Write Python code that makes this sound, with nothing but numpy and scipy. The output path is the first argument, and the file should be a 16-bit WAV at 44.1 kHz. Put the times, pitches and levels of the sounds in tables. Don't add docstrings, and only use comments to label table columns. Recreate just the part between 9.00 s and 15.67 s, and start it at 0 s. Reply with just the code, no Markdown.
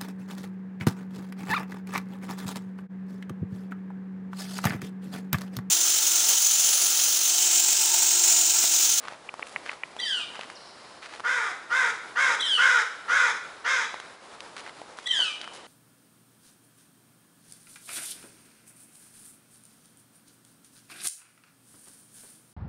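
import sys
import numpy as np
from scipy import signal
from scipy.fft import rfft, irfft
from scipy.io import wavfile
from scipy.ndimage import uniform_filter1d, map_coordinates

SR = 44100
rng = np.random.default_rng(int(sys.argv[2]) if len(sys.argv) > 2 else 0)


def wav_out(sig):
    wavfile.write(sys.argv[1], SR, np.round(np.clip(np.atleast_2d(sig).T, -1, 1) * 32767).astype(np.int16))


N = 294131

# frequency in Hz, gain in dB.
HUSH_EQ = [(15, -54), (25, -24), (293, -4.5), (582, -1.5), (661, -2), (992, -2), (1280, -3.5), (2120, -10),
           (2600, -12.5), (3190, -13), (3910, -13), (4910, -14.5), (6010, -19), (7000, -19), (10800, -22.5),
           (14000, -31), (22000, -120)]
# frequency in Hz, seconds to die away by 60 dB.
TAIL_DECAY = [(300, 1.4), (1300, 0.89), (2500, 0.97), (2900, 1.2), (3300, 0.79), (3800, 1.36), (6000, 0.8),
              (10000, 1.05)]
# frequency in Hz, gain in dB.
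DIRT_EQ = [(100, -26), (400, -11), (1100, 5.5), (2200, 6), (4500, 0), (8000, -9), (11000, -13)]
# start in seconds, length in seconds, level in dB, treble tilt in dB per octave.
SOLE_SCUFFS = [(0.016, 0.14, -46.5, -4.5), (0.456, 0.096, -49.5, 7), (0.643, 0.11, -44, -2.5),
               (1.326, 0.14, -45, -3), (2.015, 0.064, -44, -1.5), (2.068, 0.127, -47, -1.5),
               (5.558, 0.063, -44, 1), (5.628, 0.08, -46, -3.5), (5.957, 0.11, -52, 3),
               (6.183, 0.052, -41, -8.5), (6.424, 0.033, -43.5, -3), (6.526, 0.058, -47, 6)]
# start in seconds, level in dB, ring in Hz, crack trim in dB.
TWIG_SNAPS = [(0.052, -28.5, 1080, -22), (0.082, -20.5, 1370, -29.5), (0.122, -29.5, 737, -30),
              (0.339, -24, 970, -35), (0.393, -24, 1140, -34), (0.468, -28.5, 2420, -14),
              (0.661, -24.5, 1420, -21), (0.715, -28, 1410, -20), (0.729, -27, 1360, -32),
              (0.964, -29, 730, -11.5), (1.391, -25.5, 708, -26), (1.41, -21.5, 2800, -33),
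              (1.499, -25, 1520, -19), (2.196, -25, 1160, -21), (2.202, -23.5, 1164, -21),
              (4.941, -21.5, 940, -30), (4.999, -25, 1480, -11), (5.404, -25, 4200, -13.5),
              (5.568, -28, 1270, -22), (5.815, -28.5, 716, -22), (5.986, -25, 1360, -13),
              (6.413, -27, 3130, -6.5), (6.475, -25.5, 1210, -26)]
# start in seconds, level in dB, ring in Hz, seconds to the second snap,
# that snap's level against the first in dB.
CLUCK_CUES = [(0.29, -23, 2440, 0.0025, 3), (0.4254, -24.5, 2150, 0.0026, 8.5),
              (0.5617, -12.5, 2050, 0.0041, -14), (0.693, -20.5, 2170, 0.001959, 6),
              (0.835, -15.5, 2150, 0.0021, -2.5)]
# frequency in Hz, gain in dB.
SQUAWK_EQ = [(1150, -14.5), (1500, -11.5), (2000, -10), (2500, -9.5), (3100, -2.5), (3700, -15.5),
             (4400, -19), (5400, -22.5), (7000, -28), (9000, -29), (11000, -44)]
# start, length, time to the cry's fall and time to its break
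# in seconds, cry and yelp levels in dB, seconds to the yelp's swell, that swell in dB,
# trims for the cry's fundamental and high overtones in dB.
SQUAWK_CUES = [(.987, .262, .06, 0.21, -19, -31.5, 0.052, 9, -3.5, -1.5),
               (3.395, .205, .056, .187, -14, -26, 0.03, 6, -10, -3.5),
               (6.057, .266, .058, .186, -16.2, -28, 0.0575, 14.5, -4, -1.5)]
# frequency in Hz, gain in dB.
RASP_EQ = [(200, -42), (480, -22), (720, -18), (1030, -9), (1250, -3.5), (1500, -2), (1850, -4.5),
           (2200, -6.5), (2780, -24), (3400, -15.5), (3800, -22), (4250, -29), (5200, -21.5), (5700, -25.5),
           (6300, -24), (7600, -29.5), (9000, -36.5), (11000, -38.5)]
# start, length and time to the top of the pitch arch in seconds,
# body level, treble level and fade after the top in dB, top and end pitch in Hz, main resonance in Hz,
# its level in dB, treble tilt in dB per octave, shrill bite in dB.
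RASP_CUES = [(2.227, 0.31, 0.086, -23, -42.5, -9, 516.3, 334, 1553, -1, 3, -10),
             (2.691, 0.23, 0.089, -21.5, -40.3, -4, 524, 416.6, 1594, -1, 2, -13),
             (3.148, .218, .078, -20, -37, -4, 547.4, 406.7, 1600, -6.5, 1.5, -5),
             (3.564, .275, .083, -17.5, -35.5, -5.5, 538, 411, 1564, 3, -0.5, -15),
             (4.072, .26, 0.088, -19.4, -36.5, -5, 544, 408.2, 1528, 0.5, -0.5, -3.5),
             (4.635, .235, .077, -22, -34.5, -10, 541.6, 398.6, 1640, -12, -4, -4)]


def amp(db):
    return 10 ** (np.asarray(db) / 20)


def unit(x):
    return x / np.sqrt(np.mean(x ** 2) + 1e-20)


def steady(x):
    return x / np.sqrt(abs(uniform_filter1d(x ** 2, size=700)) + 1e-9)


def read(curve, hz):
    f, value = np.transpose(curve)
    return np.interp(np.log(hz + 1), np.log(f + 1), value)


def add(mix, start, sound):
    part = mix[max(round(start * SR), 0):][:len(sound)]
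    part += sound[:len(part)]


def eq(x, curve, tilt_db=0):
    hz = np.fft.rfftfreq(2 * len(x), 1 / SR)
    gain = amp(read(curve, hz) + tilt_db * np.log2(np.maximum(hz, 500) / 500))
    return irfft(rfft(x, 2 * len(x)) * gain)[:len(x)]


def highpass(x, hz):
    return signal.sosfiltfilt(signal.butter(2, hz, "high", fs=SR, output="sos"), x)


def wander(size, hz):
    f = np.fft.rfftfreq(size, 1 / SR)
    return unit(irfft(rfft(rng.standard_normal(size)) / np.sqrt(1 + (f / hz) ** 6), size))


def partial(hz, jitter, jitter_hz):
    return np.sin(2 * np.pi * np.cumsum(hz * (1 + jitter * wander(len(hz), jitter_hz))) / SR)


def bump(t, at, width):
    return np.exp(-((t - at) / width) ** 2)


def step(t, at, width):
    return .5 + .5 * np.tanh((t - at) / width)


def hush(level_db=-48.5, swell_db=1.7):
    return amp(level_db + swell_db * wander(N, 8.7)) * unit(eq(rng.standard_normal(N), HUSH_EQ))


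def woodland(x, near_db, far_db, near_t60=.36, echoes_per_s=700, bloom_s=.11):
    t = np.arange(SR) / SR
    trunks = rng.standard_normal(SR) * (rng.random(SR) < echoes_per_s / SR)
    trunks *= (t > .002) * amp(-60 * t / near_t60)
    wash = rng.standard_normal(SR) * np.minimum(t / bloom_s, 1)
    hz, seconds, bands = signal.stft(wash, SR, nperseg=256)
    decay = amp(-60 * seconds / read(TAIL_DECAY, hz)[:, None])
    tail = signal.istft(bands * decay, SR, nperseg=256)[1][:SR]
    echoes = amp(near_db) * trunks / np.linalg.norm(trunks) + amp(far_db) * tail / np.linalg.norm(tail)
    return x + signal.fftconvolve(x, echoes)[:N]


def whistle(hz, db, jitter, breath_db):
    hiss = amp(breath_db) * unit(highpass(eq(rng.standard_normal(len(hz)), SQUAWK_EQ), 6800))
    return amp(db) * (np.sqrt(2) * partial(hz, jitter, 260) + hiss) * signal.windows.tukey(len(hz), .1)


def chirp(length, from_hz, to_hz, db):
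    return whistle(np.linspace(from_hz, to_hz, int(length * SR)), db, jitter=.004, breath_db=-24)


def trill(length=.1, sweeps_per_s=62, top_hz=5600, low_hz=3700, db=-56, fade_db=6):
    t = np.arange(0, length, 1 / SR)
    cycle = (t * sweeps_per_s) % 1
    phase = 2 * np.pi * np.cumsum(top_hz + (low_hz - top_hz) * cycle) / SR
    return amp(db - fade_db * t / t[-1]) * np.sin(phase) * np.sqrt(abs(np.sin(np.pi * cycle)))


def ping(hz, rise_s):
    t = np.arange(900) / SR
    return t / rise_s * np.exp(1 - t / rise_s) * np.sin(2 * np.pi * hz * t)


def footsteps(grit_per_s=1500, crack_s=.0028, crumble_db=-15, crumble_s=.0023, give_s=.0015):
    out, t = np.zeros(N), np.arange(900) / SR
    for start, length, db, tilt_db in SOLE_SCUFFS:
        size = int(length * SR)
        grain_db = 3.5 * np.minimum(rng.exponential(1, size), 4)
        grit = amp(grain_db) * (rng.random(size) < grit_per_s / SR)
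        grind = eq((grit + .16) * rng.standard_normal(size), DIRT_EQ, tilt_db)
        add(out, start, amp(db) * unit(grind * signal.windows.tukey(size, .4)))
    for start, db, hz, crack_db in TWIG_SNAPS:
        dirt = unit(eq(rng.standard_normal(len(t)), DIRT_EQ))
        crack = amp(crack_db - 2) * np.exp(-t / crack_s) * unit(highpass(dirt, 1500))
        crumble = amp(crumble_db) * np.exp(-t / crumble_s) * dirt
        add(out, start + give_s, amp(db) * (ping(hz, rise_s=.41 / hz) + crack + crumble))
    return highpass(out, 120)


def clucks(body_hz=1250, body_db=-7, slap_db=-20, slap_s=.0051):
    out = np.zeros(N)
    for start, db, hz, gap_s, second_db in CLUCK_CUES:
        snap = .9 * ping(hz, rise_s=.00035) + amp(body_db) * ping(body_hz, rise_s=.00022)
        add(out, start, amp(db) * snap)
        add(out, start + gap_s, amp(db + second_db) * snap)
        add(out, start + slap_s, amp(db + slap_db) * snap)
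    return eq(out, [(150, -18), (800, 0), (3000, 0), (3900, -19.5), (9000, 5)])


def yelp(level_db, swell_s, swell_db, length=.086, from_hz=3475, to_hz=3040, glide_s=.0298):
    t = np.arange(0, length, 1 / SR)
    flick = bump(t, at=.022, width=.006)
    hz = to_hz + (from_hz - to_hz) * np.exp(-t / glide_s) + 717 * flick
    release = (t / length) ** 6
    db = level_db - 7 * flick + swell_db * bump(t, swell_s, width=.0074) - 4 * release
    return whistle(hz, db, jitter=.012, breath_db=-27)


def cry(length, fall_s, break_s, level_db, first_db, high_db,
        from_hz=1756, top_hz=2037, drop_hz=329.7, sag_hz_per_s=2200, break_hz=90.2, hoarse_hz=3300):
    t = np.arange(0, length, 1 / SR)
    falling, broken = np.maximum(t - fall_s, 0), step(t, break_s, width=.0016)
    hz = top_hz + (from_hz - top_hz) * np.exp(-t / .014)
    hz -= drop_hz * (1 - np.exp(-falling / .027)) + sag_hz_per_s * falling + break_hz * broken
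    held_back = 1 - step(t, fall_s, width=.006)
    db = level_db - 12.5 * held_back - 28.5 * falling - 4 * broken
    gain = amp(db) + amp(level_db + 2) * bump(t, at=.016, width=.0047)
    waver = .008 * wander(len(t), 900) + .007 * wander(len(t), 60)
    phase = 2 * np.pi * np.cumsum(hz * (1 + waver)) / SR
    stack = amp(read(SQUAWK_EQ, hz) + first_db) * np.sin(phase)
    stack += amp(read(SQUAWK_EQ, 2 * hz)) * np.sin(2 * phase)
    for k in range(3, 10):
        fray = .22 * k * wander(len(t), 260)
        shimmer_db = 2.9 * wander(len(t), 19)
        stack += amp(read(SQUAWK_EQ, k * hz) + high_db + shimmer_db) * np.sin(k * phase + fray)
    breath = amp(high_db - 22) * unit(eq(rng.standard_normal(len(t)), SQUAWK_EQ, tilt_db=11))
    breath += amp(-21.5) * partial(np.full(len(t), hoarse_hz), .04, 400) * wander(len(t), 200)
    flutter = np.exp(.18 * wander(len(t), 180))
    return gain * (np.sqrt(2) * stack + breath) * flutter * signal.windows.tukey(len(t), .05)


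def syrinx_rattle(hz, slack):
    jitter, air = .036 + .03 * slack, .2 + .4 * slack
    turns = np.cumsum(hz * (1 + jitter * wander(len(hz), 300))) / SR
    pulses = sum(np.cos(2 * np.pi * k * (turns + k / 36)) for k in range(3, 27))
    pulses *= np.exp(.35 * np.tanh(wander(len(hz), 200)))
    puffs = (.69 + np.exp(-(turns % 1) / .5)) * rng.standard_normal(len(hz))
    return np.sqrt(1 - air) * unit(pulses) + np.sqrt(air) * unit(puffs)


def throat(x, shift):
    clock = np.cumsum(shift)
    positions = np.interp(np.arange(clock[-1]), clock, np.arange(len(x)))
    stretched = map_coordinates(x, [positions], order=3)
    return map_coordinates(eq(stretched, RASP_EQ), [clock], order=3)


def rasp(length, top_s, body_db, treble_db, fade_db, top_hz, end_hz, core_hz, core_db, tilt_db, bite_db,
         growl_hz=423.9, overtone_hz=3397, bite_hz=5800, attack_s=.019, beak_open_s=.022, release_s=.021):
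    t = np.arange(0, length, 1 / SR)
    early = np.clip(1 - t / top_s, 0, 1)
    late = np.clip((t - top_s) / (length - top_s), 0, 1)
    hz = top_hz + (growl_hz - top_hz) * early ** 1.6 + (end_hz - top_hz) * late ** 1.2
    rattle = syrinx_rattle(hz, slack=np.maximum(early, late))
    voice = unit(throat(rattle, shift=1.02 - .24 * early ** 2 - .017 * late))
    voice *= 1 - .3 * early ** 3
    core = partial(core_hz - 300 * early ** 1.5 - 210 * late ** .7, .037, 250)
    voice += amp(core_db) * core * (1 + .5 * wander(len(t), 180))
    climb = np.sqrt(t / length)
    overtone = partial(overtone_hz + 529 * climb, .012, 300)
    voice += amp(-18.5) * (1 - early) * overtone * wander(len(t), 77)
    low = amp(-16) * partial(hz, .03, 200) + amp(-7.2) * partial(2 * hz, .034, 200)
    voice += (1 - .8 * early - .4 * late).clip(.2) * low
    treble = highpass(voice, 4400)
    edge = unit(eq(treble, [(500, 0), (11000, 0)], tilt_db))
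    edge += amp(bite_db) * partial(bite_hz + 700 * climb, .025, 500) * wander(len(t), 300)
    release = np.exp((t - length) / release_s)
    body_gain = amp(body_db - 15.5 * np.exp(-t / attack_s) + fade_db * late - 6.5 * release)
    edge_gain = amp(treble_db - 30.5 * np.exp(-t / beak_open_s) + .73 * fade_db * late + 2.5 * release)
    sound = body_gain * steady(voice - treble) + edge_gain * steady(edge)
    return sound * signal.windows.tukey(len(t), .16)


def scene():
    rasps, squawks, thin_whistle, small_bird = np.zeros((4, N))
    for start, *shape in RASP_CUES:
        add(rasps, start, rasp(*shape))
    for start, length, fall_s, break_s, cry_db, yelp_db, swell_s, swell_db, *trims in SQUAWK_CUES:
        add(squawks, start, cry(length, fall_s, break_s, cry_db, *trims))
        add(squawks, start, yelp(yelp_db, swell_s, swell_db))
    add(thin_whistle, 1.01, chirp(.078, from_hz=4680, to_hz=4680, db=-38))
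    add(small_bird, 1.553, chirp(.022, from_hz=5900, to_hz=3830, db=-50.5))
    add(small_bird, 1.8, trill())
    mix = amp(-2) * woodland(rasps, near_db=-3.5, far_db=-12)
    mix += amp(-4) * woodland(squawks, near_db=-3, far_db=-13)
    mix += woodland(thin_whistle, near_db=-12, far_db=-19)
    mix += woodland(small_bird, near_db=0, far_db=6)
    mix += woodland(clucks() + footsteps(), near_db=-49, far_db=-19.5)
    return (mix + hush())[None]


def record(dry):
    lowpass = signal.firwin(601, 11020, window=("kaiser", 8), fs=SR)
    return signal.oaconvolve(dry, lowpass[None], "same")


dry = scene()
out = record(dry)
wav_out(out)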